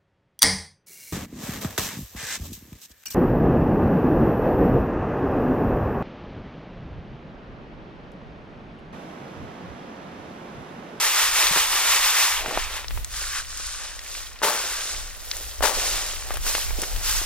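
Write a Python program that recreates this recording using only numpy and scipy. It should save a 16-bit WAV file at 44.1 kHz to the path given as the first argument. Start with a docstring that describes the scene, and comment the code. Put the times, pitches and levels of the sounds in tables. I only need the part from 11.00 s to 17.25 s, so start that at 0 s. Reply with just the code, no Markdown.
"""Outdoors, about a metre from the microphone: dry beans and broken pods are winnowed in a woven cane sieve.
The load is shaken to and fro, levelled, then raked by hand; two handfuls of pods are thrown on a tarpaulin.
Random impacts, filtered by weave or sheet resonances, make the patter of beans, rattle of pods and crackle
of chaff; short damped cycles make single knocks, snaps, bumps, bounces and many small dry cracks.
Filtered noise makes the wind on the two microphone ports and a faint, steady hush."""
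import sys
import numpy as np
from scipy import signal
from scipy.fft import rfft, irfft
from scipy.io import wavfile

SR = 44100
rng = np.random.default_rng(int(sys.argv[2]) if len(sys.argv) > 2 else 0)


def generate_wav(sig):
    """Save sig (samples, or channels by samples) to the path in sys.argv[1] as 16-bit PCM at SR."""
    pcm = np.round(np.clip(np.atleast_2d(sig).T, -1, 1) * 32767).astype(np.int16)
    wavfile.write(sys.argv[1], SR, pcm)


N = 275625
TIME = np.arange(N) / SR
STEPS = TIME[::100]  # coarse time grid for slow level curves
FREQ = np.fft.rfftfreq(N, 1 / SR)
TOP_HZ = 16050
PORT_LAG_S = 5e-5  # the sieve is a little to the left
RELEASE_SHAPE = 1.6  # 1 = exponential fall, 2 = bell

# resonances of the loaded weave: f/Hz, width/Hz, level/dB
WEAVE_MODES = [(423, 120, -3), (590, 230, 2.5), (695, 260, -9), (880, 230, -2), (1400, 200, -2),
               (1810, 160, -3), (2340, 270, 2.5), (3540, 250, 11)]


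def motion():
    """Stirring of beans, pods, chaff and fines in dB: shakes, rolls and hand strokes add up in power."""
    # all levels are before layer gain
    # shakes to and fro, about six a second: peak t/s, chaff level/dB, beans re chaff/dB
    shake_rows = [(0.05, -23, -17.5), (0.218, -21.5, -21), (0.405, -21, -17), (0.582, -22.5, -20),
                  (0.762, -23.5, -19), (0.917, -21.5, -19.5), (1.075, -23.0, -22), (1.226, -22, -22)]
    shake_rise_s, shake_fall_s = 0.056, 0.082
    shake_pods_db, shake_fines_db = -2, -4.5  # re chaff
    # load rolling back as the sieve is levelled: peak t/s, chaff level/dB, beans re chaff/dB
    roll_rows = [(1.366, -32, -22), (1.505, -36, 4), (1.608, -33.5, -16.5), (1.755, -35.5, -10)]
    roll_rise_s, roll_fall_s = 0.057, 0.045
    roll_pods_db, roll_fines_db = 2, -6.6  # re chaff
    # hand strokes, each with its own mix of the load:
    # peak t/s, chaff level/dB, rise/s, fall/s, beans re chaff/dB, pods re chaff/dB, fines re chaff/dB
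    stroke_rows = [(2.197, -31.5, 0.06, 0.13, -28.5, -7.5, -10),
                   (2.392, -31.5, 0.075, 0.018, -23, -1.5, -13),
                   (2.691, -33.5, 0.156, 0.14, -36.5, -7.5, -17), (2.847, -41, 0.046, 0.069, -10, -1, -13),
                   (3.175, -36, 0.107, 0.075, -18.5, -8.5, -7.5),
                   (3.599, -29.5, 0.074, 0.221, -15.5, -3.5, -8), (3.9, -32.5, 0.11, 0.097, -16, -15, -16),
                   (4.419, -38.0, 0.15, 0.12, -14, -9.5, -2), (4.759, -28.5, 0.024, 0.11, -10.5, -8, -6.5),
                   (4.899, -27.5, 0.095, 0.18, -14, -6, -7.5), (5.352, -39, 0.06, 0.013, -3.5, -2.5, -2),
                   (5.499, -27, 0.048, 0.12, -16.5, -8.0, -3.5),
                   (5.851, -33.5, 0.073, 0.12, -9.0, -9, -4.5),
                   (6.088, -26.0, 0.044, 0.15, -22.5, -7.5, -4)]
    # floor of the never quite still load: beans/dB, pods/dB, chaff/dB, fines/dB
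    restless_db = (-59, -51, -52, -61)
    clumps_per_s, clump_db = 40, 0.7  # the load moves in clumps, so its level flutters

    power = undb(restless_db) ** 2
    for peak_s, db, beans_db in shake_rows:
        power = power + stir(peak_s, db, shake_rise_s, shake_fall_s, beans_db, shake_pods_db, shake_fines_db)
    for peak_s, db, beans_db in roll_rows:
        power = power + stir(peak_s, db, roll_rise_s, roll_fall_s, beans_db, roll_pods_db, roll_fines_db)
    for row in stroke_rows:
        power = power + stir(*row)
    level_db = curves(np.column_stack([STEPS, 10 * np.log10(power)]))
    return level_db + clump_db * waver(clumps_per_s)


def stir(peak_s, db, rise_s, fall_s, beans_db, pods_db, fines_db):
    """One movement sets beans, pods, chaff and fines going, each in its own proportion of power."""
    shares = undb([beans_db, pods_db, 0, fines_db]) ** 2
    return np.outer(swell(peak_s, db, rise_s, fall_s), shares)


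def beans(db):
    """Hard beans patter on the weave and ring its resonances."""
    # colour of the patter: f/Hz, level/dB
    bean_colour = [(80, -53), (170, -11.5), (300, -2.5), (450, 0), (800, 1), (1200, -19.5), (2500, -20),
                   (4000, -49), (7000, -55)]
    body = colour(bean_colour) * (undb(1.0) + modes(WEAVE_MODES))
    patter = contacts(db, per_s=1100, crowding=0.6, uneven_db=5.5, scatter_db=5)
    return unit(patter * body, 250, 750) * undb(db)


def pods(db):
    """Tumbling pods rattle broadly; sliding as a heap over the cane they ring with a hollow note."""
    # pod motion: t/s, share sliding in one heap instead of tumbling (0-1)
    sliding_rows = [(0, 0.05), (2.0, 0), (2.2, 0.89), (2.6, .86), (3.3, 0.4), (3.8, 0.7), (4.7, 0.12),
                    (6.25, 0.26)]
    # colour of the tumbling: f/Hz, level/dB
    tumble_colour = [(300, -39.5), (600, -19.5), (850, -4.5), (1150, -1), (1550, -3.5), (1920, -1),
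                     (2250, -3), (2800, -2.5), (4000, -8.5), (8000, -38.5)]
    # colour of the sliding: f/Hz, level/dB
    slide_colour = [(400, -35.5), (900, -13), (1130, 3), (1360, 1.5), (1480, 7), (1700, 2), (2200, -1.5),
                    (3000, -0.5), (4500, -28), (8000, -32)]
    share = np.clip(curves(sliding_rows)[0], 0, 1)

    tumble = contacts(db, per_s=2400, crowding=0.9, uneven_db=1.5, scatter_db=-9.5)
    tumble = tumble * colour(tumble_colour)
    tumble = tumble * (1 + undb(-18.5) * modes(WEAVE_MODES))  # a little of the weave rings along
    slide = contacts(db, per_s=2300, crowding=0.7, uneven_db=2.0, scatter_db=-10.0)
    slide = slide * colour(slide_colour)

    # crossfade at constant power
    mix = np.sqrt(1 - share) * unit(tumble, 1000, 2800)
    mix = mix + np.sqrt(share) * unit(slide, 1000, 2800)
    return mix * undb(db)


def chaff(db, fines_db):
    """Thin flakes crackle; the finest of them hiss at the very top."""
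    # colour of the flakes: f/Hz, level/dB
    chaff_colour = [(1200, -52.5), (2400, -9), (3500, -2), (5200, 1.5), (6500, 1.5), (9500, -1),
                    (11500, -12.5), (14000, -33)]
    # colour of the fines: f/Hz, level/dB
    fines_colour = [(7000, -35), (9500, -3.5), (11300, 1.5), (13000, -1.5), (15000, -4), (16000, -22)]
    flakes = contacts(db, per_s=7000, crowding=0.54, uneven_db=4.5, scatter_db=-2.0)
    crackle = unit(flakes * colour(chaff_colour), 4000, 10000) * undb(db)
    fines = contacts(fines_db, per_s=23000, crowding=0.45, uneven_db=8.5, scatter_db=-4.5)
    hiss = unit(fines * colour(fines_colour), 11000, 15500) * undb(fines_db)
    return crackle + undb(-1.5) * hiss


def dry_cracks(chaff_db, count=260, mean_db=-25, follow=0.6, uneven_db=2.0, centre_hz=4400, octaves=0.75):
    """Many small dry cracks, about forty a second at random times, standing out most when the load lies quiet."""
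    when, size, pitch = rng.random((count, 3)).T
    index = (when * N).astype(int)
    # cracks follow the chaff by less than dB for dB
    db = mean_db + follow * (chaff_db[index] - chaff_db.mean())
    db = db - uneven_db * np.log(np.maximum(size, 1 / 20))
    hz = np.clip(centre_hz * 2 ** (2 * octaves * (2 * pitch - 1)), 1000, 13000)
    rows = np.transpose([index / SR, db, hz])
    return blows(rows, cycles=0.77, rattle_db=-4, rattle_s=0.0041, rattle_width=0.37, bass_hz=900)


def knocks():
    """Single beans and pods knock, and the sieve knocks once as it is set down at about 1.57 s: heavily damped
    cycles with a faint rattle."""
    # knocks: t/s, level/dB before layer gain, f/Hz
    knock_rows = [(0.5611, -11.5, 1220), (0.5734, -13.5, 1360), (1.4606, -17, 1540), (1.51, -18.5, 1030),
                  (1.5743, -10, 800), (1.8446, -23, 2000), (1.9084, -23, 2200), (1.9752, -23.5, 1450),
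                  (2.6, -28, 1330), (3.4182, -18, 980), (3.4341, -10.5, 1610), (3.5488, -17, 1300),
                  (4.6075, -16.5, 830), (4.626, -13.5, 1430), (4.6376, -10, 1080), (4.6946, -15.5, 1270),
                  (4.9425, -20.5, 1360), (5.3067, -16.5, 1090), (5.357, -23, 2400), (5.3714, -21.5, 1510),
                  (5.4657, -18.5, 1400), (5.551, -9, 1960), (5.5812, -23, 1030), (5.7077, -22, 1300),
                  (5.8345, -20.5, 1740), (5.9624, -22, 2890), (6.2184, -35, 1420)]
    return blows(knock_rows, cycles=0.34, rattle_db=-17, rattle_s=0.0061, rattle_width=0.76, bass_hz=343)


def snaps():
    """Dry pods snap: short, high damped cycles without bass."""
    # snaps: t/s, level/dB before layer gain, f/Hz
    snap_rows = [(0.4688, -8, 4200), (0.4851, -23, 4850), (1.8823, -22, 4700), (2.0461, -16.5, 7040),
                 (2.5735, -21, 8240), (2.9925, -22.5, 4940), (4.3138, -12, 4170), (4.368, -18, 8200),
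                 (4.7501, -15.5, 5840), (5.3413, -18.5, 9600), (5.3709, -20, 9820), (5.551, -17, 5230),
                 (5.8182, -12, 8400)]
    return blows(snap_rows, cycles=0.55, rattle_db=-10.5, rattle_s=0.0023, rattle_width=0.35, bass_hz=1400)


def bumps():
    """The whole sieve bumps softly: low damped cycles with a strong rattle."""
    # bumps: t/s, level/dB before layer gain, f/Hz
    bump_rows = [(.507, -17.5, 162), (.566, -17, 404), (1.476, -22.5, 130), (1.512, -27.5, 230),
                 (1.574, -28, 382), (2.216, -24.5, 696), (5.787, -19.5, 326), (5.822, -19, 353),
                 (6.214, -20.5, 590)]
    return blows(bump_rows, cycles=0.83, rattle_db=-1.5, rattle_s=0.0097, rattle_width=0.79, bass_hz=108)


def thrown_pods():
    """Handfuls of empty pods land on the tarpaulin, then single pods bounce."""
    # handfuls: t/s, landing gain/dB, shower length/s, left re right/dB
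    handful_rows = [(3.422, -19, 0.11, 3), (4.62, -17.5, 0.081, 6)]
    return sum(handful(*row) + place(bounces(row[0]), db=-4, left_db=5) for row in handful_rows)


def handful(start_s, db, length_s, left_db):
    """Pods hit the tarpaulin almost at once and then thin out; the sheet thuds, the husks crackle."""
    # resonances of the struck sheet: f/Hz, width/Hz, level/dB
    tarp_modes = [(435, 76, -6.5), (555, 100, 0.5), (764, 90, -16), (883, 91, 3.5), (1150, 100, -5),
                  (1470, 150, -4), (1790, 200, -7)]
    # colour of the sheet: f/Hz, level/dB
    tarp_colour = [(80, -48), (170, -11), (310, -9), (420, 0.5), (1400, 1.5), (2500, -8.5), (5000, -29)]
    # colour of the husks: f/Hz, level/dB
    husk_colour = [(900, -21.5), (2000, -4.5), (3500, -3.5), (6000, -3), (10000, -4), (12000, -6.5),
                   (16000, -16)]
    age = np.maximum(TIME - start_s, 0)
    shower = (1 - np.exp(-age / 0.012)) * np.exp(-(age / length_s) ** 1.66)
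    # impacts grow sparser with age
    thinning_db = np.where(TIME < start_s, 0, 14 * np.exp(-age / length_s))

    sheet = colour(tarp_colour) * (undb(-1) + modes(tarp_modes))
    thuds = contacts(thinning_db, per_s=480, crowding=1.0, uneven_db=2.5, scatter_db=-7.5) * sheet
    husks = contacts(thinning_db, per_s=910, crowding=0.9, uneven_db=1.5, scatter_db=-4.5)
    husks = husks * colour(husk_colour)
    landing = undb(-2.5) * unit(thuds, 0, TOP_HZ) + unit(husks, 0, TOP_HZ)
    return place(shower * landing, db, left_db)


def bounces(start_s, count=12, delay_s=0.07, spread_s=0.24, first_db=-19, fade_db_per_s=30, centre_hz=750):
    """After a handful has landed, single pods bounce on the sheet, ever more softly."""
    when, pitch = rng.random((count, 2)).T
    age = delay_s + spread_s * when
    rows = np.transpose([start_s + age, first_db - fade_db_per_s * age, centre_hz * 2 ** (pitch - 0.5)])
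    return blows(rows, cycles=0.67, rattle_db=-9, rattle_s=0.0056, rattle_width=0.46, bass_hz=261)


def wind():
    """Eddies rumble on each port separately; their shared strength swells with gusts and wavers."""
    # gusts and short buffets: peak t/s, level/dB before layer gain, half length/s
    gust_rows = [(.5, -43.5, .3), (1.63, -37.5, 0.23), (1.968, -30, 0.074), (2.29, -38.5, 0.24),
                 (2.785, -43, 0.33), (3.98, -38, 0.047), (4.35, -43, 0.57), (4.61, -32.5, 0.019),
                 (4.772, -28.5, 0.019), (4.925, -32.5, 0.074), (5.15, -36, 0.072), (5.427, -31.5, 0.13),
                 (5.74, -30.5, 0.099), (5.963, -28.5, .035), (6.157, -31, .1)]
    # colour of the eddies: f/Hz, level/dB
    wind_colour = [(10, -34), (22, 6.5), (35, -2.5), (60, -4), (85, -16), (125, -23.5), (200, -34.5),
                   (400, -38), (1000, -40)]
    calm_db = -52  # before layer gain
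    buffets_per_s, buffet_db = 9.2, 1.9
    power = undb(calm_db) ** 2 + sum(swell(s, db, half_s, half_s) for s, db, half_s in gust_rows)
    strength = np.sqrt(np.interp(TIME, STEPS, power)) * undb(buffet_db * waver(buffets_per_s))
    eddies = rfft(rng.standard_normal((2, N))) * colour(wind_colour)
    return unit(eddies, 20, 120) * strength


def air():
    """Faint, steady hush of the open air: coloured noise, independent at each port."""
    # colour of the hush: f/Hz, level/dB
    air_colour = [(100, -6.5), (220, 4), (400, -4), (550, 5), (700, 1), (1400, 2), (1720, -20), (1880, 15),
                  (2060, -25), (3300, -35), (3700, 0), (4100, -2), (15000, -32)]
    air_db = -53.5
    hush = rfft(rng.standard_normal((2, N))) * colour(air_colour)
    return unit(hush, 0, TOP_HZ) * undb(air_db)


def contacts(db, per_s, crowding, uneven_db, scatter_db):
    """Stereo spectra of tiny random impacts of uneven size, more frequent when the level is higher."""
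    chance = np.clip(per_s * undb(crowding * (db - db.mean())) / SR, 1e-4, 1)  # per sample
    spread = np.clip(rng.standard_normal((3, N)), -np.pi, np.pi)
    sizes = rng.choice([-1, 1], (3, N)) * undb(uneven_db * spread)
    # dividing by sqrt(chance) keeps the mean power independent of the rate
    hits = (rng.random((3, N)) < chance) * sizes / np.sqrt(chance)
    return ports(hits[0], undb(scatter_db) * hits[1:])


def blows(rows, cycles, rattle_db, rattle_s, rattle_width, bass_hz):
    """Each blow is a few damped cycles; what lies around it rattles briefly at about the same pitch."""
    out = np.zeros((3, N + SR))  # direct, two scattered parts
    t = np.arange(SR // 20) / SR
    for s, db, hz in rows:
        ring = np.sin(2 * np.pi * hz * t) * np.exp(-hz * t / cycles)
        edges_hz = [hz / (1 + rattle_width), min(hz * (1 + rattle_width), TOP_HZ)]
        band = signal.butter(1, edges_hz, "band", fs=SR)
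        rattle = signal.lfilter(*band, rng.standard_normal((3, len(t))))
        rattle = signal.lfilter(*band, rattle)
        blow = undb(rattle_db) * rattle / rattle.std() * np.exp(-t / rattle_s)
        blow[0] += ring / ring.max()
        start = int(s * SR)
        out[:, start:start + len(t)] += undb(db) * blow
    stereo = irfft(ports(out[0, :N], out[1:, :N] / 2), N)
    # small, open things radiate little bass
    bass_cut = signal.butter(2, bass_hz, "high", fs=SR)
    return signal.lfilter(*bass_cut, stereo)


def swell(peak_s, db, rise_s, fall_s):
    """Power of one push at each time step: it builds up in a bell curve and then dies away."""
    age = STEPS - peak_s
    rise = (age / rise_s) ** 2
    fall = np.abs(age / fall_s) ** RELEASE_SHAPE
    return undb(db) ** 2 * np.exp(-np.where(age < 0, rise, fall))


def waver(per_s):
    """Random values at a given rate, joined by straight lines."""
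    return np.interp(TIME * per_s, np.arange(len(STEPS)), rng.standard_normal(len(STEPS)))


def modes(rows):
    """Frequency response of damped modes, given as (f/Hz, width/Hz, level/dB)."""
    response = 0
    for hz, width_hz, db in rows:
        damping = 1j * FREQ * width_hz
        response = response + undb(db) * damping / (hz ** 2 - FREQ ** 2 + damping)
    return response


def colour(points):
    """Causal minimum-phase frequency response through (f/Hz, level/dB) points, via the cepstrum."""
    hz, db = np.transpose(points)
    gain = undb(np.interp(np.log(FREQ + 1), np.log(hz), db))
    cepstrum = irfft(np.log(gain), N)
    cepstrum[1:] *= 2 * (np.arange(1, N) < N / 2)  # fold onto positive time
    return np.exp(rfft(cepstrum))


def ports(direct, scatter, spread_hz=4500, likeness=0.82):
    """Direct sound reaches the right port later; scattered sound grows less alike with frequency."""
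    alike = min(likeness, 1) * np.sinc(FREQ / spread_hz)
    mid, side = rfft(scatter) * np.sqrt([(1 + alike) / 2, (1 - alike) / 2])
    front = rfft(direct)
    lag = np.exp(-2j * np.pi * FREQ * PORT_LAG_S)
    return np.array([front + mid + side, front * lag + mid - side])


def unit(spectra, lo_hz, hi_hz):
    """Stereo sound from its spectra, scaled to rms 1 between lo_hz and hi_hz."""
    band = irfft(spectra * (FREQ > lo_hz) * (FREQ < hi_hz), N)
    return irfft(spectra, N) / np.std(band)


def place(x, db, left_db):
    """Layer gain and left-minus-right balance."""
    return x * undb(db + np.array([[left_db], [-left_db]]) / 2)


def curves(rows):
    """The value columns of (t/s, value, ..) rows, joined by straight lines."""
    s, *columns = np.transpose(rows)
    return [np.interp(TIME, s, column) for column in columns]


def undb(db):
    """Decibels to gain."""
    return 10 ** (np.asarray(db) / 20)


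def scene():
    """The moving load, its cracks, knocks and snaps, the thrown handfuls, the wind and the open air."""
    bean_db, pod_db, chaff_db, fines_db = motion()
    load = place(beans(bean_db), db=-1.5, left_db=-1.0)
    load = load + place(pods(pod_db), db=-0.6, left_db=0.5)
    load = load + place(chaff(chaff_db, fines_db), db=0.3, left_db=0.25)
    load = load + place(dry_cracks(chaff_db), db=-6.5, left_db=-2.5)
    hits = place(knocks(), db=4.5, left_db=3.0)
    hits = hits + place(snaps(), db=5.0, left_db=3.5)
    hits = hits + place(bumps(), db=-12.5, left_db=5.0)
    return load + hits + thrown_pods() + place(wind(), db=1.5, left_db=0.0) + air()


def record(dry):
    """The recorder cuts the top steeply: a 12th-order elliptic low-pass."""
    top_cut = signal.ellip(12, 0.2, 80, TOP_HZ, fs=SR, output="sos")
    return signal.sosfilt(top_cut, dry)


dry = scene()
out = record(dry)
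generate_wav(out)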